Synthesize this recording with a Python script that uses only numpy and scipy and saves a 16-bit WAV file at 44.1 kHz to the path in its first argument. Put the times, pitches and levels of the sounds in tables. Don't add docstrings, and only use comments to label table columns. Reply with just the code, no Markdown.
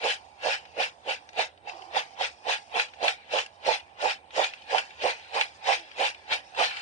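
import sys
import numpy as np
from scipy import signal
from scipy.io import wavfile
from scipy.ndimage import uniform_filter1d

SR = 44100
rng = np.random.default_rng(int(sys.argv[2]) if len(sys.argv) > 2 else 0)


def generate_wav(signal):
    frames = np.transpose(np.atleast_2d(signal))
    scaled = np.clip(frames, -1, 1) * 32767
    pcm = np.round(scaled).astype(np.int16)
    wavfile.write(sys.argv[1], SR, pcm)


def how_loud(loudness_db):
    steps = np.asarray(loudness_db, float) / 20
    return 10 ** steps


N = 300321

# time in seconds, rattle peak in dB, husk peak in dB.
BEAN_DROPS = [(0.108, -35, -48.5), (0.653, -40.5, -59), (1.29, -40.5, -50), (1.331, -49.5, -56.5),
              (1.575, -50, -80), (1.696, -31, -71), (1.821, -43, -66), (2.797, -16, -34), (2.885, -44, -67),
              (2.936, -40, -73), (3.08, -16, -39), (3.386, -23, -48), (3.462, -36.5, -43),
              (3.799, -36.5, -57), (4.109, -36.5, -50), (4.306, -39.5, -68), (4.443, -24, -45),
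              (4.536, -32, -47.5), (4.62, -47, -68.5), (4.782, -17.5, -34), (4.907, -38.5, -65.5),
              (5.197, -48, -62), (5.411, -16.5, -32.5), (5.727, -26, -50), (5.794, -39.5, -53),
              (5.914, -40, -60), (6.146, -37, -54), (6.548, -37.5, -60), (6.71, -29, -58),
              (6.769, -30, -51)]
# frequency in Hz, likeness from 0 to 1.
PORT_LIKENESS = [(60, .72), (250, .75), (500, .98), (800, .9), (1100, .8), (1400, .5), (1900, .35),
                 (3000, .7), (4500, .3), (7000, .3), (8200, .7), (9500, .3)]


def beans():
    # frequency in Hz, level in dB.
    bottom_colour = [(400, -9), (440, -20), (480, 4.5), (520, -2.5), (565, 8.5), (610, -1), (650, -6.5)]
    wall_colour = [(600, -30), (720, 9), (800, -2), (900, 4.5), (1000, 1), (1200, -3)]
    rattle_colour = [(1100, -21.5), (1450, -5), (1800, -1.5), (2100, -3), (2350, 2), (3100, -2.5),
                     (3500, -5.5), (3900, -7.5), (4600, -12.5)]
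    husk_colour = [(4500, 0.5), (5400, 2.5), (5900, -2.5), (6800, -6.5), (7700, -5), (8200, -14),
                   (9400, -21), (10000, 3.5)]
    # time in seconds, peak in dB, pitch in Hz.
    thuds = [(0.042, -5.5, 729), (0.454, -14, 568), (0.8, 1.5, 709), (1.079, -29, 595), (1.389, -3, 680),
             (1.672, -11.5, 816), (1.967, 6, 844), (2.187, -26, 755), (2.208, 0, 750), (2.466, -5.5, 715),
             (2.754, -1.5, 710), (3.025, -36, 534), (3.041, -34.5, 735), (3.334, 5.5, 563),
             (3.682, -33.5, 736), (4.038, -3.5, 780), (4.389, -2, 620), (4.396, -2.5, 704), (4.739, 0, 762),
             (5.046, 5, 535), (5.361, -4.5, 792), (5.691, -11.5, 710), (6.007, 0.5, 765),
             (6.318, -5.5, 920), (6.608, 4.5, 700), (6.624, -16, 760)]

    bottom, wall, rattle, husk = tosses()
    _, rattle_peak_db, husk_peak_db = np.transpose(BEAN_DROPS)
    rattle = with_drops(rattle - 0.6, rattle_peak_db - 2.5, t60=0.023)
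    husk = with_drops(husk + 2.1, husk_peak_db + 3.5, t60=0.015)

    heap = contacts(bottom_colour, bottom - 1.5, per_s=2000, spread_db=3.0, cycles=18.1,
                    patchy_db=1.5, lumpy_db=-5.0, even_s=0.015, count=10)
    heap += contacts(wall_colour, wall - 9.5, per_s=3000, spread_db=0.5, cycles=17.5,
                     patchy_db=5.0, lumpy_db=3.0, even_s=0.015, count=10)
    heap += contacts(rattle_colour, rattle, per_s=11000, spread_db=1.5, cycles=97.5,
                     patchy_db=2.5, lumpy_db=2.5, even_s=0.013, count=22)
    heap += contacts(husk_colour, husk, per_s=16000, spread_db=-2.5, cycles=132,
                     patchy_db=3.0, lumpy_db=7.5, even_s=0.0055, count=16)
    heap += blows(thuds, offset_db=-17.5, cycles=13.8)
    return small_bowl(heap)


def tosses():
    # start in seconds, bottom in dB, wait for the wall in seconds,
    # wall in dB, beans left rolling in dB.
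    landings = [(0.044, -28.5, 0.01, -26.5, -48.5), (0.452, -27, 0.017, -26.5, -49.5),
                (0.783, -30, 0.023, -32, -54), (1.075, -34, 0.017, -32.5, -52.5),
                (1.382, -32.5, 0.013, -29, -61), (1.659, -51, 0.022, -44, -41.5),
                (1.951, -34.5, 0.013, -27, -63), (2.208, -36, 0.0025, -31, -55.0),
                (2.474, -34, 0.018, -26.5, -51.5), (2.755, -32.5, 0.014, -26, -52.5),
                (3.028, -30.0, 0.019, -23, -57), (3.34, -29, 0.021, -25, -53),
                (3.674, -25.5, 0.02, -22.5, -53), (4.035, -28.5, 0.014, -22.5, -52.5),
                (4.378, -25.5, 0.02, -23, -51.5), (4.728, -29.5, 0.018, -22.5, -50.5),
                (5.039, -25.5, 0.02, -24.5, -52.5), (5.353, -32.5, 0.018, -24, -53.0),
                (5.68, -31, 0.012, -20, -52), (6.003, -28.5, 0.019, -24.5, -53),
                (6.314, -39.5, 0.0071, -30.5, -51.5), (6.591, -29.5, 0.013, -22.5, -47)]
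    # start in seconds, length in seconds, rattle in dB,
    # bean trickle left in dB, husk trickle left in dB.
    slides = [(0.038, 0.074, -26.5, -58.5, -62.5), (0.443, 0.092, -27, -54.5, -62),
              (0.798, 0.038, -27.0, -68.0, -67.5), (1.092, 0.027, -29, -59, -66),
              (1.391, 0.025, -27, -64.5, -84.5), (1.681, 0.0048, -42, -53.0, -59.5),
              (1.958, 0.029, -28, -55, -60), (2.214, 0.034, -28.5, -61.5, -63),
              (2.49, 0.043, -26.5, -58.0, -61), (2.758, 0.054, -28, -56.5, -63.5),
              (3.037, 0.055, -27.5, -51.5, -71), (3.33, 0.063, -28, -71.5, -68),
              (3.667, 0.072, -27.5, -58.0, -70.0), (4.018, 0.09, -29, -62, -77),
              (4.366, 0.078, -27, -48.5, -60.5), (4.709, 0.08, -29.5, -50.5, -61),
              (5.023, 0.079, -29, -47.5, -60.5), (5.35, 0.069, -28.5, -56.5, -59.5),
              (5.671, 0.066, -25.5, -49, -60.5), (6.0, 0.064, -26.5, -53, -61),
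              (6.327, 0.0022, -23.5, -54.0, -60.5), (6.593, 0.051, -24.5, -36, -50.5)]
    # first beans' rise in dB/s, how far they lie under the peak in dB,
    # main rise in dB/s, swell in dB/s, fall in dB/s, its quickening in dB/s2, trickle fade in dB/s.
    bottom_moves = (390, 18, 740, 18, 267, 740, 33)
    wall_moves = (274.5, 9.5, 489, -54, 270, 599.5, 24)
    rattle_moves = (407, 8.8, 640, 82.4, 304, 870, 29.5)
    husk_moves = (400, 33, 537, 17, 265, 1300, 39.4)
    bottom_hold_s, wall_hold_s, husk_lag_s = 0.012, 0.0077, 0.0056
    bottom_roll_db, husk_under_db = -15, -14

    land_s, bottom_db, wall_lag_s, wall_db, roll_db = np.transpose(landings)
    slide_s, length_s, rattle_db, trickle_db, chaff_db = np.transpose(slides)
    bottom = stream(land_s, bottom_hold_s, bottom_db, roll_db + bottom_roll_db, bottom_moves)
    wall = stream(land_s + wall_lag_s, wall_hold_s, wall_db, roll_db, wall_moves)
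    rattle = stream(slide_s, length_s, rattle_db, trickle_db, rattle_moves)
    husk = stream(slide_s + husk_lag_s, length_s, rattle_db + husk_under_db, chaff_db, husk_moves)
    return bottom, wall, rattle, husk


def stream(start_s, hold_s, peak_db, trickle_db, moves):
    first, under_db, rise, swell, fall, quicken, fade = moves
    since = np.arange(0, N + 64, 64) / SR - start_s[:, None]
    hold = np.broadcast_to(hold_s, start_s.shape)[:, None]
    peak = peak_db[:, None]
    after = since - hold
    climb = rise * np.minimum(since, 0) + swell * np.clip(after, -hold, 0)
    drop = -(fall + quicken * np.abs(after)) * after
    main = peak + np.minimum(climb, drop)
    early = peak - under_db + np.minimum(first * since, -2000 * since)
    late = trickle_db[:, None] + np.minimum(-fade * after, 2000 * after)
    power = np.sum(how_loud(2 * main) + how_loud(2 * early) + how_loud(2 * late), axis=0)
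    return np.interp(np.arange(N) / 64, np.arange(len(power)), 10 * np.log10(power + 1e-10))


def with_drops(level_db, peaks_db, t60):
    hits = np.zeros(N)
    hits[[round(row[0] * SR) for row in BEAN_DROPS]] = how_loud(peaks_db)
    dying = signal.lfilter([1], [1, -how_loud(-60 / (t60 * SR))], hits)
    return 20 * np.log10(how_loud(level_db) + uniform_filter1d(dying, size=90))


def contacts(colour, level_db, per_s, spread_db, cycles, patchy_db, lumpy_db, even_s, count):
    crowd = np.clip(how_loud(0.45 * (level_db - level_db.max())), 0.45, 1)
    born = rng.random(N) < per_s * crowd / SR
    size = how_loud(spread_db * np.minimum(rng.exponential(1, N), 4)) / np.sqrt(crowd)
    sign = rng.choice([-1., 1.], (2, N))
    dealt = rng.integers(0, count, N)
    out = 0
    for k, hz in enumerate(np.geomspace(colour[0][0], colour[-1][0], count)):
        at = np.flatnonzero(born & (dealt == k))
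        strength = hz * how_loud(at_hz(colour, hz) + patchy_db * drift(5.6, at)) * size[at]
        alike = np.clip(at_hz(PORT_LIKENESS, hz), 0, 1)
        heard = np.zeros((2, N))
        heard[0, at] = strength * sign[0, at]
        heard[1, at] = strength * (alike * sign[0, at] + np.sqrt(1 - alike ** 2) * sign[1, at])
        out = out + ring(heard, hz, cycles)
    flow = uniform_filter1d(np.mean(rms_one(out) ** 2, axis=0), max(round(even_s * SR), 1))
    lumps_db = lumpy_db * (0.6778 - crowd) * drift(23.0)
    return rms_one(out / np.sqrt(flow + 0.11)) * how_loud(level_db + lumps_db)


def blows(rows, offset_db, cycles):
    span = 2000
    out = np.zeros(N + span)
    soften = np.minimum(np.arange(span) / (0.0034 * SR), 1)
    for s, peak_db, hz in rows:
        at = round(s * SR)
        rung = ring(signal.unit_impulse(span), hz, cycles)
        out[at:at + span] += how_loud(peak_db + offset_db) * rung * soften
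    return out[:N]


def small_bowl(heap):
    body = signal.sosfilt(signal.cheby1(5, 1, 480, "high", fs=SR, output="sos"), heap)
    skirt = signal.sosfilt(signal.butter(2, 290, "high", fs=SR, output="sos"), heap)
    return body + how_loud(-12) * skirt + how_loud(-17.5) * heap


def ring(clicks, hz, cycles):
    width_hz = np.log(1000) / np.pi * hz / cycles
    return signal.lfilter([0, np.sin(2 * np.pi * hz / SR)], poles(hz, width_hz), clicks + 1e-18)


def poles(hz, width_hz):
    r = np.exp(-np.pi * width_hz / SR)
    return [1, -2 * r * np.cos(2 * np.pi * hz / SR), r * r]


def drift(rate, at=None):
    r = np.exp(-80 * np.pi * rate / SR)
    slow = signal.lfilter([1], [1, -2 * r, r * r], rng.standard_normal(N // 40 + 2002))[2000:]
    where = np.arange(N) if at is None else at
    return np.interp(where / 40, np.arange(len(slow)), rms_one(slow))


def rms_one(x):
    return x / np.sqrt(np.mean(x ** 2) + 1e-20)


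def at_hz(points, hz):
    table_hz, value = np.transpose(points)
    return np.interp(np.log(hz), np.log(table_hz), value)


def delay(x, seconds):
    return np.interp(np.arange(N) - seconds * SR, np.arange(N), x, left=0)


def hen():
    # start in seconds, length in seconds, start pitch in Hz, end pitch in Hz, level in dB.
    clucks = [
        (1.724, 0.057, 371, 310, -54.5),
        (1.798, 0.045, 405, 347, -56),
        (1.852, 0.078, 326, 368, -60),
        (5.733, 0.13, 377, 305, -59),
    ]
    out = np.zeros(N)
    for s, length, start_hz, end_hz, level_db in clucks:
        at, span = round(s * SR), round(length * SR)
        phase = 2 * np.pi * np.cumsum(np.linspace(start_hz, end_hz, span)) / SR
        voice = np.sin(phase) + how_loud(-4) * np.sin(2 * phase)
        out[at:at + span] += how_loud(level_db) * np.hanning(span) ** 0.5 * voice
    return out


def air():
    # frequency in Hz, level in dB per Hz.
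    air_colour = [(30, -28), (50, -14), (78, 2.5), (110, -8), (250, -9), (500, -3.5), (900, -13.5),
                  (1300, -16), (2000, -12.5), (3000, -32.5), (4200, -33.5), (5500, -30.5), (7600, -25),
                  (9500, -20.5)]
    edges = 28 * 2 ** np.arange(0, 8.7, 1 / 3)
    white = rng.standard_normal((2, 2, N))
    out = 0
    for k, (low, high) in enumerate(zip(edges, edges[1:])):
        band = signal.butter(2, [low, high], "band", fs=SR, output="sos")
        one, other = signal.sosfilt(band, white[k % 2])
        hz = np.sqrt(low * high)
        alike = np.clip(0.88 * at_hz(PORT_LIKENESS, hz), 0, 1)
        gain = how_loud(at_hz(air_colour, hz) + 1.6 * drift(2.2))
        out = out + gain * np.array([one, alike * one + np.sqrt(1 - alike ** 2) * other])
    return how_loud(-64) * rms_one(out)


def knock():
    t = np.arange(N) / SR - 6.319
    return how_loud(-36) * np.exp(-(t / 0.0009) ** 2) * [[0.1], [1]]


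def ports(sound):
    hollow_hz, hollow_width_hz, hollow_db = 808.6, 187, 4
    slot_hz, slot_width_hz, slot_db = 2490, 150, 3
    port_lag_s, ground_lag_s, echo_lag_s = 0.000364, 0.00295, 0.0024
    left, right = sound
    upper = signal.butter(2, 1500, "high", fs=SR, output="sos")

    a = poles(hollow_hz, hollow_width_hz)
    hollow = how_loud(hollow_db) * signal.lfilter([np.sum(a)], a, right)
    hollow = signal.lfilter(poles(430, 150), poles(430, 260), hollow)

    highs = signal.sosfilt(upper, right)
    a = poles(slot_hz, slot_width_hz)
    highs += how_loud(slot_db) * signal.lfilter(np.array([1, 0, -1]) * (1 - a[2]) / 2, a, highs)
    highs = signal.lfilter(poles(2078, 290), poles(2060, 820), highs)
    highs += how_loud(-6) * delay(highs, ground_lag_s)

    left = left - how_loud(-24) * delay(signal.sosfilt(upper, left), echo_lag_s)
    return np.array([left, hollow + how_loud(-2.0) * delay(highs, port_lag_s)])


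def scene():
    return ports(beans() + hen() + air()) + knock()


def low_pass(x):
    return signal.sosfilt(signal.butter(12, 10380, fs=SR, output="sos"), x)


def record(dry):
    notched = signal.lfilter(poles(7600, 150), poles(7600, 800), dry)
    notched = signal.lfilter(poles(5870, 40), poles(5870, 200), notched)
    cut = signal.sosfilt(signal.butter(2, 45, "high", fs=SR, output="sos"), notched)
    cut = signal.sosfilt(signal.cheby2(16, 60, 10200, fs=SR, output="sos"), cut)
    return low_pass(cut)


dry = scene()
out = record(dry)
generate_wav(out)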